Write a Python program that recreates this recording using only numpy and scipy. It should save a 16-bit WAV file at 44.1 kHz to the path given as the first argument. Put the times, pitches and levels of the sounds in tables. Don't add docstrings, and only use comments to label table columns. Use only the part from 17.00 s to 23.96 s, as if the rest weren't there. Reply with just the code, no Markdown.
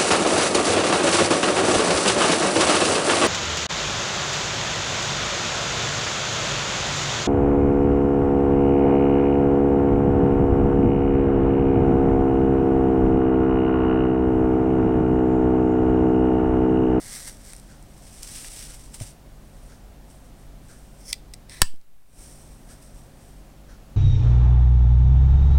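import sys
import numpy as np
from scipy import signal
from scipy.fft import rfft, irfft
from scipy.io import wavfile
from scipy.ndimage import minimum_filter1d

SR = 44100
rng = np.random.default_rng(int(sys.argv[2]) if len(sys.argv) > 2 else 0)


def store_pcm(level_fs):
    pcm = np.round(np.clip(level_fs, -1, 1) * 32767).astype(np.int16)
    wavfile.write(sys.argv[1], SR, np.atleast_2d(pcm).T)


N = 306936
TIME = np.arange(N) / SR

# t/s, level/dB, position (0 out, 1 home), first bounce gap/s, loss per bounce/dB
SLIDER_CLICKS = [(4.1272, -18.5, 0, 0.00031, 3), (4.1294, -3.5, 0, .0009, 3), (4.3372, -21.5, 0, .0017, 1),
                 (4.4963, -25, 0, .001, 12), (4.6178, 21, 1, 0.0012, 2.8), (4.741, -36, 1, .001, 20),
                 (4.761, -30, 0, .001, 20), (4.8135, -29, 0, .001, 20)]
# f/Hz, level/dB, t60/s
SHELL_OUT_MODES = [(2016, -18.5, .03), (2348, -19.5, 0.015), (2670, -19.5, .016), (3240, -21, 0.017),
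                   (3570, -17, 0.017), (4000, -13.5, 0.011), (4750, -5, 0.0059), (5400, -4, 0.0052),
                   (6960, -20, .007), (8150, -6, .005), (8800, -12, 0.0049)]
SHELL_HOME_MODES = [(1000, -10.5, 0.017), (1380, -13.5, .016), (1610, -14, .02), (1786, -9.5, 0.024),
                    (2650, -11, .012), (3010, -13, 0.02), (4120, -21, .01), (4554, -9, 0.014),
                    (5490, -10, 0.015), (5760, -16.5, .01), (7860, -5.5, 0.011), (8530, -4.5, .006),
                    (8900, -13.5, .008)]
# f/Hz, level/dB
CRACK_TONE = [(60, -11.5), (300, -14), (750, -20), (1300, -12), (2000, -5.5), (4000, -2.5), (5400, -0.5),
              (6600, -7), (8500, 3), (10200, -7.5), (12000, -14.5), (15500, -13.5)]
# t/s, level/dB
PUSH_LEVELS = [(4.0, -58.5), (4.045, -56), (4.07, -42.5), (4.10, -35.5), (4.125, -47), (4.135, -58.5)]
RETURN_LEVELS = [(4.494, -54), (4.52, -41.5), (4.555, -42), (4.585, -48.5), (4.617, -45)]
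# f/Hz, level/dB
SLIDER_PUSH_TONE = [(710, -50), (1200, -22), (1600, -22), (2090, -9), (2860, -25.5), (3210, -12.5),
                    (3850, -25), (4200, -17), (5370, 1), (7090, -12.5), (9680, -4.5), (11400, -18),
                    (15500, -20)]
SLIDER_RETURN_TONE = [(590, -46), (1000, -14), (1530, -16), (1790, 0.5), (2450, -6.5), (2940, -14.5),
                      (3960, -4), (4760, -11), (5460, -5.5), (7110, -16), (8540, -3.5), (12600, -23),
                      (15500, -23)]
# t/s, level/dB, f/Hz, t60/s
LOW_THUMPS = [(2.0109, -20, 117, 0.033), (2.0112, -35.5, 637, 0.026), (2.0185, -23, 107, 0.046),
              (4.6197, 6, 174.6, .025), (4.6194, -3, 279, 0.017), (4.74, -15, 200, 0.008)]
# peak t/s, level/dB, rise/s, fall/s, motion (0 scraping on cloth, 1 drawn away)
PAPER_STROKES = [(0.165, -38, 0.41, 0.22, 0), (0.281, -37.5, 0.053, 0.042, 0), (0.497, -46, .15, 0.15, 0),
                 (0.7, -58, 0.24, 0.25, 0), (1.08, -52.5, 0.15, 0.11, 1), (1.22, -47, 0.099, .15, 1),
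                 (1.37, -40, 0.4, 0.47, 1), (1.59, -41, 0.17, 0.37, 1), (1.947, -40, 0.019, 0.048, 1),
                 (2.02, -37.5, 0.042, 0.06, 1), (2.075, -45.5, .03, 0.074, 1)]
# f/Hz, level/dB
PAPER_SCRAPE_TONE = [(300, -23), (1100, -16.5), (1600, -9), (2100, -5), (2500, -15.5), (4300, -8.5),
                     (5000, -7), (5700, -2.5), (6700, -9.5), (8500, 0), (10000, -7.5), (11500, -12.5),
                     (15500, -20)]
PAPER_DRAG_TONE = [(300, -21), (900, -11), (1400, -10.5), (1750, -9), (2100, -7), (4300, -6.5), (5000, -3),
                   (5700, 0), (6700, -6), (8500, 3.5), (10000, -4), (11500, -10.5), (15500, -16.5)]
# t/s, level/dB, lift of the lower band/dB
PAPER_CRACKLES = [(0.278, -21, 11), (0.295, -22, 4), (0.5332, -22, 8), (0.5636, -28, -6), (0.597, -30, -6),
                  (0.8252, -34, -9), (1.2304, -15, -11.5), (1.315, -27, -16), (1.4454, -24, 18),
                  (1.6382, -28, 3), (1.72, -32, 1), (2.0015, -21, 6)]
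# peak t/s, level/dB, rise/s, fall/s
FINGER_STROKES = [(2.66, -60, .6, 0.32), (3.115, -56, .08, 0.17), (3.26, -60, .04, .07),
                  (3.4, -60, .08, .15), (3.71, -55, 0.14, .35), (4.01, -56.5, 0.12, 0.087),
                  (5.23, -48.5, .3, 0.51), (5.71, -48, 0.058, 0.096), (5.83, -53.5, .04, .22),
                  (5.99, -57.5, .16, .16), (6.24, -57.5, 0.19, 0.33)]
# f/Hz, level/dB
FINGER_TONE = [(800, -19.5), (2000, -12.5), (4500, -12), (5700, -2), (6700, -10.5), (8500, 2.5),
               (10000, -6.5), (12000, -13.5), (15500, -18)]
# delay t/s, level/dB
NEAR_ECHOES = [(.0031, -19), (.0085, -27), (.0098, -22), (0.0115, -21.5)]
# f/Hz, t60/s
ROOM_DECAY = [(150, 0.24), (600, 0.24), (1500, 0.15), (3000, 0.27), (6000, 0.21), (10000, 0.23),
              (15000, 0.3)]
# f/Hz, level/dB
CLOCK_TONE = [(600, -27), (1150, -6.5), (1480, 3.5), (1900, -5.5), (3000, -16), (5600, -5.5),
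              (9000, -15), (14000, -30)]
# f/Hz, level/dB
FAN_PARTIALS = [(48.4, -52.5), (97, -63), (145.3, -58), (199.2, -64.5), (545, -69)]
# f/Hz, level/dB
AIR_TONE = [(10, -7.5), (25, -0.5), (42, 1), (70, -12.5), (115, -12), (170, -18), (230, -13.5), (320, -19),
            (450, -23.5), (700, -22), (1000, -29.5), (2500, -37), (8500, -41.5), (15500, -46.5)]
# f/Hz, level/dB
HISS_TONE = [(100, 8.0), (1500, 5.5), (5000, -1.5), (16000, 0.0)]


def slider_clicks(out_crack_db=-6, home_crack_db=-3, out_ring_db=-4, home_ring_db=-3):
    out = np.zeros(N)
    out_ring = amp(out_ring_db) * shell_ring(SHELL_OUT_MODES)
    home_ring = amp(home_ring_db) * shell_ring(SHELL_HOME_MODES)
    thin_tone = [(hz, db - 7 * (hz < 2300)) for hz, db in CRACK_TONE]
    for start, strength_db, home, gap_s, loss_db in SLIDER_CLICKS:
        add(out, start, amp(strength_db) * (home_ring if home else out_ring))
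        for s, db in bounces(start, strength_db, gap_s, loss_db):
            if home:
                add(out, s, amp(db + home_crack_db) * contact(CRACK_TONE, chatter=.3, t60=.012))
            else:
                add(out, s, amp(db + out_crack_db) * contact(thin_tone, chatter=.31, t60=.0036))
    return out


def shell_ring(modes):
    t = TIME[:SR // 8]
    return sum((-1) ** k * amp(db - 60 * t / t60) * np.sin(2 * np.pi * hz * t)
               for k, (hz, db, t60) in enumerate(modes))


def bounces(s, db, gap_s, loss_db, count=4, shrink=.9):
    for k in range(count):
        yield s, db - k * loss_db
        s += gap_s * shrink ** k


def slider_scrape(gain_db=-1):
    push = friction(SLIDER_PUSH_TONE, slips_per_s=2500, spread_db=4.5, smooth=1, flutter_db=1.9)
    back = friction(SLIDER_RETURN_TONE, slips_per_s=3200, spread_db=3, smooth=.93, flutter_db=2)
    return amp(gain_db) * (envelope(PUSH_LEVELS) * push + envelope(RETURN_LEVELS) * back)


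def low_thumps():
    out, t = np.zeros(N), TIME[:SR // 5]
    for s, db, hz, t60 in LOW_THUMPS:
        add(out, s, amp(db - 60 * t / t60) * np.sin(2 * np.pi * hz * t))
    return out


def paper_crackles(gain_db=-3.5, body_hz=3500, held_s=1.9, faint_per_s=4, delay_s=.00102):
    out = np.zeros(N)
    faint_times = TIME[(rng.random(N) < faint_per_s / SR) & (TIME < held_s)]
    faint = [(s, -35 - rng.standard_normal(), 1) for s in faint_times]
    for s, db, body_db in list(PAPER_CRACKLES) + faint:
        tone = [(hz, tone_db + body_db * (hz < body_hz)) for hz, tone_db in PAPER_DRAG_TONE]
        add(out, s + delay_s, amp(db + gain_db) * contact(tone, chatter=.18, t60=.013))
    return out


def paper_rubbing():
    scrape_gain = strokes(row for *row, drawn in PAPER_STROKES if not drawn)
    drag_gain = strokes(row for *row, drawn in PAPER_STROKES if drawn)
    scrape = friction(PAPER_SCRAPE_TONE, slips_per_s=1300, spread_db=4, smooth=1.2, flutter_db=1)
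    drag = friction(PAPER_DRAG_TONE, slips_per_s=1800, spread_db=4.5, smooth=1.43, flutter_db=1.5)
    return scrape_gain * scrape + drag_gain * drag


def fingers(gain_db=-1):
    skin = friction(FINGER_TONE, slips_per_s=2200, spread_db=3.5, smooth=1.14, flutter_db=1)
    return amp(gain_db) * strokes(FINGER_STROKES) * skin


def contact(tone, chatter, t60, size=1024):
    force = chatter * rng.standard_normal(size) * amp(-60 * TIME[:size] / t60)
    force[0] = 1
    return signal.fftconvolve(force, impulse(tone))


def friction(tone, slips_per_s, spread_db, smooth, flutter_db):
    sizes = amp(spread_db * np.minimum(rng.exponential(1, N), 4)) * rng.choice([-1, 1], N)
    slips = unit(sizes * (rng.random(N) < slips_per_s / SR))
    rub = tint(slips + smooth * rng.standard_normal(N), tone)
    return unit(rub * amp(flutter_db * drift(rate_hz=55)))


def strokes(rows, range_db=20, roundness=1.15):
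    power = np.zeros(N)
    for s, db, rise_s, fall_s in rows:
        from_peak = np.maximum((s - TIME) / rise_s, (TIME - s) / fall_s)
        power += amp(db - range_db * np.minimum(from_peak, 6) ** roundness) ** 2
    return np.sqrt(power)


def room(x, wet_db=-21, build_s=.008):
    hz, t, bands = signal.stft(rng.standard_normal(SR // 2), SR, nperseg=256)
    fading = amp(-60 * t / at_hz(ROOM_DECAY, hz)[:, None])
    tail = signal.istft(bands * fading, SR, nperseg=256)[1]
    tail *= np.minimum(TIME[:len(tail)] / build_s, 1)
    response = amp(wet_db) * tail / np.linalg.norm(tail)
    for s, db in NEAR_ECHOES:
        response[round(s * SR)] += amp(db)
    return x + signal.fftconvolve(x, response)[:N]


def clock(start_s=.683, gain_db=-56, rise_s=.026):
    age = (TIME - start_s) % 1 / rise_s
    return amp(gain_db) * age * np.exp(1 - age) * tint(rng.standard_normal(N), CLOCK_TONE)


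def fan(waver_rad=.7):
    return sum(np.sqrt(2) * amp(db) * np.sin(2 * np.pi * hz * TIME + waver_rad * drift(rate_hz=5.8))
               for hz, db in FAN_PARTIALS)


def room_air(gain_db=-46):
    return amp(gain_db) * tint(rng.standard_normal(N), AIR_TONE)


def gain_control(x, threshold_db=-19, most_db=17, hold_s=.42, recovery_db_per_s=110, attack_s=.0012):
    level_db = 10 * np.log10(lag(x ** 2, seconds=.0022) + 1e-12)
    over_db = np.clip(level_db - threshold_db, 0, most_db)
    half_hold = int(hold_s * SR) // 2
    held_db = -minimum_filter1d(-over_db, 2 * half_hold + 1, origin=half_hold, mode="constant")
    ramp_db = TIME * recovery_db_per_s
    duck_db = np.maximum.accumulate(held_db + ramp_db) - ramp_db
    return x * amp(-lag(duck_db, attack_s))


def overload(x, ceiling=.58, shift=.42, coupling_s=.064):
    excess = np.cumsum(np.maximum(abs(x) - 1, 0))
    bias = -shift * lag(np.tanh(excess / 20), seconds=.0016)
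    for _ in range(3):
        bias -= lag(bias, coupling_s)
    return ceiling * np.tanh((x + bias) / ceiling)


def amp(db):
    return 10 ** (np.asarray(db) / 20)


def unit(x):
    return x / np.sqrt(np.mean(x ** 2) + 1e-20)


def at_hz(points, hz):
    f, value = np.transpose(points)
    return np.interp(np.log(hz + 1), np.log(f + 1), value)


def envelope(rows, fade_s=.003):
    s, db = np.transpose(rows)
    outside_s = abs(TIME - np.clip(TIME, s[0], s[-1]))
    return amp(np.interp(TIME, s, db)) * np.exp(-outside_s / fade_s)


def add(mix, s, sound):
    part = mix[max(round(s * SR), 0):][:len(sound)]
    part += sound[:len(part)]


def tint(x, tone):
    return unit(irfft(rfft(x) * amp(at_hz(tone, np.fft.rfftfreq(N, 1 / SR))), N))


def drift(rate_hz):
    lowpass = np.exp(-(np.fft.rfftfreq(N, 1 / SR) / rate_hz) ** 2)
    return unit(irfft(rfft(rng.standard_normal(N)) * lowpass, N))


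def impulse(tone, size=2048):
    log_gain = np.log(amp(at_hz(tone, abs(np.fft.fftfreq(size, 1 / SR)))))
    minimum_phase = np.exp(np.conj(signal.hilbert(log_gain)))
    click = np.fft.ifft(minimum_phase).real[:size // 2]
    return click / abs(click).max()


def lag(x, seconds):
    pole = np.exp(-1 / (seconds * SR))
    return signal.lfilter([1 - pole], [1, -pole], x)


def scene():
    near = slider_clicks() + paper_crackles() + low_thumps()
    near += paper_rubbing() + fingers() + slider_scrape()
    return (room(near) + clock() + fan() + room_air())[None]


def record(dry, hiss_db=-66.5, edge_hz=15950):
    clipped = overload(gain_control(dry[0]))
    hiss = amp(hiss_db) * tint(rng.standard_normal(N), HISS_TONE)
    lowpass = signal.firwin(301, edge_hz, window=("kaiser", 8), fs=SR)
    return signal.oaconvolve(clipped + hiss, lowpass, "same")[None]


dry = scene()
out = record(dry)
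store_pcm(out)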